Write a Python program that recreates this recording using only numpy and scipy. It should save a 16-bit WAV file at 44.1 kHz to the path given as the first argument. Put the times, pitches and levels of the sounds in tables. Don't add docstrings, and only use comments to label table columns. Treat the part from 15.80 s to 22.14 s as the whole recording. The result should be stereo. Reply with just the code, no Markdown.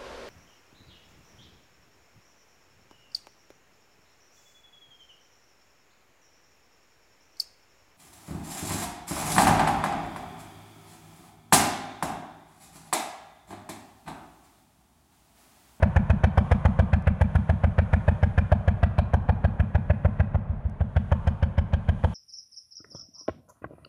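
import sys
import numpy as np
from scipy import signal
from scipy.fft import rfft, irfft, next_fast_len
from scipy.io import wavfile

SR = 44100
rng = np.random.default_rng(int(sys.argv[2]) if len(sys.argv) > 2 else 0)


def output_pcm(signal):
    pcm = np.clip(np.atleast_2d(signal).T, -1, 1) * 32767
    wavfile.write(sys.argv[1], SR, np.round(pcm).astype(np.int16))


N = 279594
SIZE = next_fast_len(N + 2 * SR)
FREQ = np.arange(SIZE // 2 + 1) * SR / SIZE
TIME = np.arange(N) / SR
LEFT_RIGHT = np.array([[1], [-1]])

# t/s, firing rate/Hz
ENGINE_SPEED = [(0.0, 7.427), (0.36, 7.208), (0.67, 7.245), (1.71, 7.037), (2.02, 6.746), (2.87, 6.668),
                (2.91, 6.548), (3.71, 6.504), (4.17, 6.696), (4.66, 6.77), (4.79, 6.32), (5.22, 6.466),
                (6.34, 6.548)]


def amp(db):
    return 10 ** (np.asarray(db) / 20)


def curve(times, points):
    return np.interp(times, *np.transpose(points))


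def through(x, response):
    return irfft(rfft(x, SIZE) * response, SIZE)[..., :N]


def band(hz, width_hz):
    return 1j * FREQ * width_hz / (hz ** 2 - FREQ ** 2 + 1j * FREQ * width_hz)


def modes(table):
    return sum(amp(db) * band(hz, width) for hz, width, db in table)


def soften(hz):
    return 1 / (1 + (FREQ / hz) ** 4)


def colour(points):
    hz, db = np.transpose(points)
    return amp(np.interp(np.log(FREQ + 1), np.log(hz), db))


def noise(response):
    x = through(rng.standard_normal(N), response)
    return x / np.sqrt(np.mean(x ** 2))


def pulses(times, sizes):
    samples = np.clip(np.round(times * SR).astype(int), 0, SIZE)
    return np.bincount(samples, sizes, N)[:N]


def flow(open_s, rise_s, hold_s, fall_s):
    t = np.arange(SR // 10) / SR - open_s
    return np.clip(t / rise_s, 0, 1) * np.exp(-np.maximum(t - rise_s - hold_s, 0) / fall_s)


def puffs(times, db, shape, response):
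    count, size = len(times), len(shape)
    bursts = noise(response)[:count * size].reshape(count, size) * shape
    bursts *= (amp(db) / np.linalg.norm(bursts, axis=1))[:, None]
    sample_times = times[:, None] + np.arange(size) / SR
    return pulses(sample_times.ravel(), bursts.ravel())


def spread(mid, side, wide_hz):
    return mid + LEFT_RIGHT * through(side, FREQ / (FREQ + wide_hz))


def air():
    # f/Hz, relative level/dB
    spectrum = [(18, -26.5), (30, 28), (102, -6.5), (217, -4.5), (286, -21), (623, -15.5), (1080, -23.5),
                (1290, -30), (1620, -28), (4510, -58.5), (12000, -105), (15600, -111), (22000, -120)]
    response = colour(spectrum) * (1 - soften(hz=48))
    return amp(-37.5) * spread(noise(response), noise(response), wide_hz=1200)


def rustle():
    # t/s, relative level/dB
    swell = [(0.0, -74), (0.53, -77), (0.67, -72), (1.31, -79), (1.59, -74), (1.96, -77), (2.21, -73.5),
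             (3.36, -81.5), (4.39, -81.5), (4.66, -89), (4.94, -88), (5.23, -78.5), (5.42, -77),
             (5.85, -83), (6.14, -77.5), (6.34, -67.5)]
    # f/Hz, relative level/dB
    spectrum = [(1000, -1), (3300, 9), (4200, -2), (5200, -7), (6500, -2.5), (7700, -7), (9000, -6),
                (10300, -3.5), (12000, -16.5)]
    return amp(curve(TIME, swell) + 9.5) * noise(colour(spectrum))


def firing_times(first_s=.0245, early_at_s=2.72, early_by_s=.009):
    cycles = np.cumsum(curve(TIME, ENGINE_SPEED)) / SR
    cycles -= np.interp(first_s, TIME, cycles)
    times = np.interp(np.arange(int(cycles[-1]) + 1), cycles, TIME)
    times[np.argmin(np.abs(times - early_at_s))] -= early_by_s
    return times


def fuel_cut(times, start_s=4.466, close_s=.21, end_s=5.09, open_s=.23):
    return np.clip(np.minimum((times - start_s) / close_s, (end_s - times) / open_s), 0, 1)


def strength(times, db, per_load, db_per_s, cut_db, scatter_db):
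    # t/s, load/dB
    load = [(0, -1.5), (.3, -2.5), (.44, 2.5), (1.3, -2), (1.85, -4), (2.65, 0), (3.2, -1.5), (3.7, -5),
            (4.4, -8), (5.16, -1), (6.34, 1)]
    trend_db = db + per_load * curve(times, load) + db_per_s * times
    return trend_db + cut_db * fuel_cut(times) + scatter_db * rng.standard_normal(len(times))


def lead_in(times, lead_s=.011):
    # level/dB, dB per dB of load, drift/(dB/s), fuel shut/dB, scatter/dB
    rush_law = (-18, .3, -.3, -10, 0)
    shape = flow(open_s=.001, rise_s=.0037, hold_s=.0067, fall_s=.012)
    dull = band(hz=1440, width_hz=1500) ** 2 * soften(hz=3000)
    return puffs(times - lead_s, strength(times, *rush_law), shape, dull)


def silencer(slug_hz, edge_hz, mouth_hz=44, mouth_width_hz=41.2):
    # f/Hz, width/Hz, relative level/dB
    resonances = [(88.1, 23.9, 45), (145.9, 28.1, 39.5)]
    slug = soften(edge_hz) / (1 + 1j * FREQ / slug_hz) ** 2
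    mouth = (band(mouth_hz, mouth_width_hz) * 1j * FREQ / mouth_width_hz) ** 2
    return slug * modes(resonances) * mouth


def thumps(times, db, hard_stroke):
    fired = fuel_cut(times) < .7
    hard = through(pulses(times, amp(db) * fired), hard_stroke)
    soft = through(pulses(times, amp(db + 4.5) * ~fired), silencer(slug_hz=70, edge_hz=117))
    return hard + soft


def bark(times, db, crack_db, rasp_db):
    # f/Hz, width/Hz, relative level/dB
    stack = [(598.7, 51.5, 25.5), (885, 360, 0.5), (1030, 420, -2), (1460, 320, 0)]
    # f/Hz, relative level/dB
    gas_spectrum = [(120, -5), (290, -18), (420, -14), (540, 1.5), (680, 0.5), (900, -4), (1120, -15.5),
                    (1400, -22), (2500, -49), (8000, -78)]
    # f/Hz, relative level/dB
    crack_spectrum = [(500, -37.5), (1100, -19.5), (1350, -6.5), (1620, 1.5), (1850, -6.5), (2120, -12),
                      (2550, -11.5), (2900, -26), (3700, -41), (8000, -66)]
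    front = through(pulses(times, amp(db - 2.5)), modes(stack) * soften(hz=1950))
    blowdown = flow(open_s=.0004, rise_s=.0058, hold_s=.0036, fall_s=.0048)
    gas = puffs(times, db + 5, blowdown, colour(gas_spectrum))
    crack = puffs(times, crack_db - .5, blowdown, colour(crack_spectrum))
    rasp_flow = flow(open_s=.0018, rise_s=.0031, hold_s=.004, fall_s=.0061)
    rasp = puffs(times, rasp_db - 15.5, rasp_flow, band(hz=3120, width_hz=420) ** 2)
    return front + gas + crack + rasp


def hiss(times, db, scatter_db):
    # f/Hz, nominal width/Hz, relative level/dB
    whistles = [(3750, 520, 1), (4350, 180, -5), (5135, 240, -4), (5950, 700, -4), (6600, 330, -7.5),
                (7820, 320, -11), (8700, 350, -10.5), (9820, 900, -6)]
    shape = flow(open_s=.0019, rise_s=.0012, hold_s=.0012, fall_s=.0068)
    scatter = scatter_db * rng.standard_normal((len(times), len(whistles))).T
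    jet = sum(puffs(times, db + mode_db + chance_db, shape, band(hz, 2 * width) ** 2)
              for (hz, width, mode_db), chance_db in zip(whistles, scatter))
    return amp(-21.5) * jet


def wood(exhaust, spectrum, delay_s, t60_s, wide_hz, places=4):
    t = np.arange(3 * SR // 2) / SR - delay_s
    fade = (t > 0) * amp(-60 * np.abs(t) / t60_s)
    fade /= np.linalg.norm(fade)
    beats = through(exhaust, colour(spectrum))
    lead = int(4 * SR / curve(.3, ENGINE_SPEED))
    beats = np.concatenate([beats[:lead], beats])
    position = np.linspace(0, places - 1, len(beats))
    mid_side = 0
    for place in range(places):
        share = np.sqrt(np.clip(1 - np.abs(position - place), 0, 1))
        trunks = fade * rng.standard_normal((2, len(t)))
        mid_side += signal.fftconvolve([beats * share], trunks, axes=1)[:, lead:lead + N]
    return spread(*mid_side, wide_hz)


def near_echoes(times, db, stroke, start_db, end_db):
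    # first delay/s, last delay/s, signed relative strength, favoured f/Hz
    reflectors = [(0.0307, .0345, -0.46, 242), (0.0318, .0333, 2.5, 242), (0.034, 0.013, -0.16, 62),
                  (0.0412, 0.04206, 1.97, 235.4), (0.049, 0.05496, 0.2648, 156.2),
                  (0.0556, .0556, 0.67, 196), (0.061, 0.0676, -0.4642, 119.8),
                  (0.0672, .066, -0.2059, 133.3)]
    way = times * SR / N
    sizes = amp(db + start_db + (end_db - start_db) * way)
    returned = 0
    for first_s, last_s, gain, hz in reflectors:
        arrivals = pulses(times + first_s + (last_s - first_s) * way, sizes)
        returned += gain * rfft(arrivals, SIZE) * band(hz, hz / 2) ** 2
    grass = 1 - band(hz=281, width_hz=56.7).real
    return irfft(returned * stroke * grass, SIZE)[:N]


def accents(times, within_s=.05):
    # t/s, extra bark/dB, extra hiss/dB
    accented = [(.713, 0.5, -0.5), (.99, 3, -1), (2.131, 2, 1.5), (2.279, 2.5, -1.5), (2.578, 2.5, 0),
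                (3.182, 2.5, 3.5), (6.238, 3, 2)]
    when, bark_db, hiss_db = np.transpose(accented)
    hit = np.abs(times[:, None] - when) < within_s
    return hit @ bark_db, hit @ hiss_db


def ticks():
    # t/s, relative level/dB
    events = [(1.224, -35), (4.898, -35)]
    times, db = np.transpose(events)
    return through(pulses(times, amp(db)), band(5900, 3000) ** 2 + band(8600, 1800))


def microphone(direct):
    # f/Hz, level against mid/dB
    ports = [(60, -26), (190, -49.5), (350, -16.5), (620, -19), (1120, -8), (2000, -6), (3600, 2),
             (6000, -2), (8000, -20), (11600, -6)]
    return direct + LEFT_RIGHT * through(direct, 1j * colour(ports))


def scene():
    # relative level/dB, dB per dB of load, drift/(dB/s), fuel shut/dB, scatter/dB
    thump_law = (2.5, -0.04, -0.3469, -6.5, 0.36)
    bark_law = (-1.5, 0.14, -0.7138, -19, 2.72)
    crack_law = (-0.4, 0.18, -1.2161, -28.5, 1.32)
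    rasp_law = (-4, 1.2, 0.07, -25, 0.4)
    hiss_law = (-4, 1.1, -1.45, -30, 1.)
    # t/s, level/dB
    midrange = [(0, 0.5), (.5, -2), (1.7, -0.5), (2.2, 1.5), (2.7, 1.5), (3.3, -0.5), (4.3, 0.5),
                (5.3, -1.5), (6.34, 0.5)]
    # f/Hz, level/dB
    near_trees = [(100, -17.5), (300, -18.5), (600, -17), (1200, -13), (1700, -18.5), (2500, -13.5),
                  (3200, -18.5), (4200, -12), (9000, -39.5)]
    far_trees = [(40, -24.5), (80, -28), (120, -10.5), (200, -3), (300, -6.5), (550, -15), (800, -11.5),
                 (1200, -5), (1700, -16.5), (2500, -13.5), (4000, -21), (9000, -27)]

    times = firing_times()
    laws = thump_law, bark_law, crack_law, rasp_law, hiss_law
    thump_db, bark_db, crack_db, rasp_db, hiss_db = (strength(times, *law) for law in laws)
    mid_db = curve(times, midrange)
    more_bark_db, more_hiss_db = accents(times)
    hard_stroke = silencer(slug_hz=99.2, edge_hz=271)
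    exhaust = thumps(times, thump_db, hard_stroke)
    exhaust += bark(times, bark_db + mid_db + more_bark_db, crack_db + mid_db, rasp_db)
    exhaust += hiss(times, hiss_db + more_hiss_db, scatter_db=3)
    echoes = near_echoes(times, thump_db, hard_stroke, start_db=4, end_db=-3)
    foreground = microphone(rustle() + lead_in(times) + exhaust + echoes + ticks())
    edge = wood(exhaust, near_trees, delay_s=.023, t60_s=.22, wide_hz=800)
    depth = wood(exhaust, far_trees, delay_s=.06, t60_s=2.1, wide_hz=900)
    return foreground + edge + depth + air()


def record(dry):
    bottom_hz, top_hz, balance_db = 29, 11900, -.5
    lowpass = signal.ellip(6, .3, 60, top_hz, fs=SR, output="sos")
    low_cut = 1 - soften(bottom_hz)
    return signal.sosfilt(lowpass, through(dry, low_cut) * amp(LEFT_RIGHT * balance_db / 2))


dry = scene()
out = record(dry)
output_pcm(out)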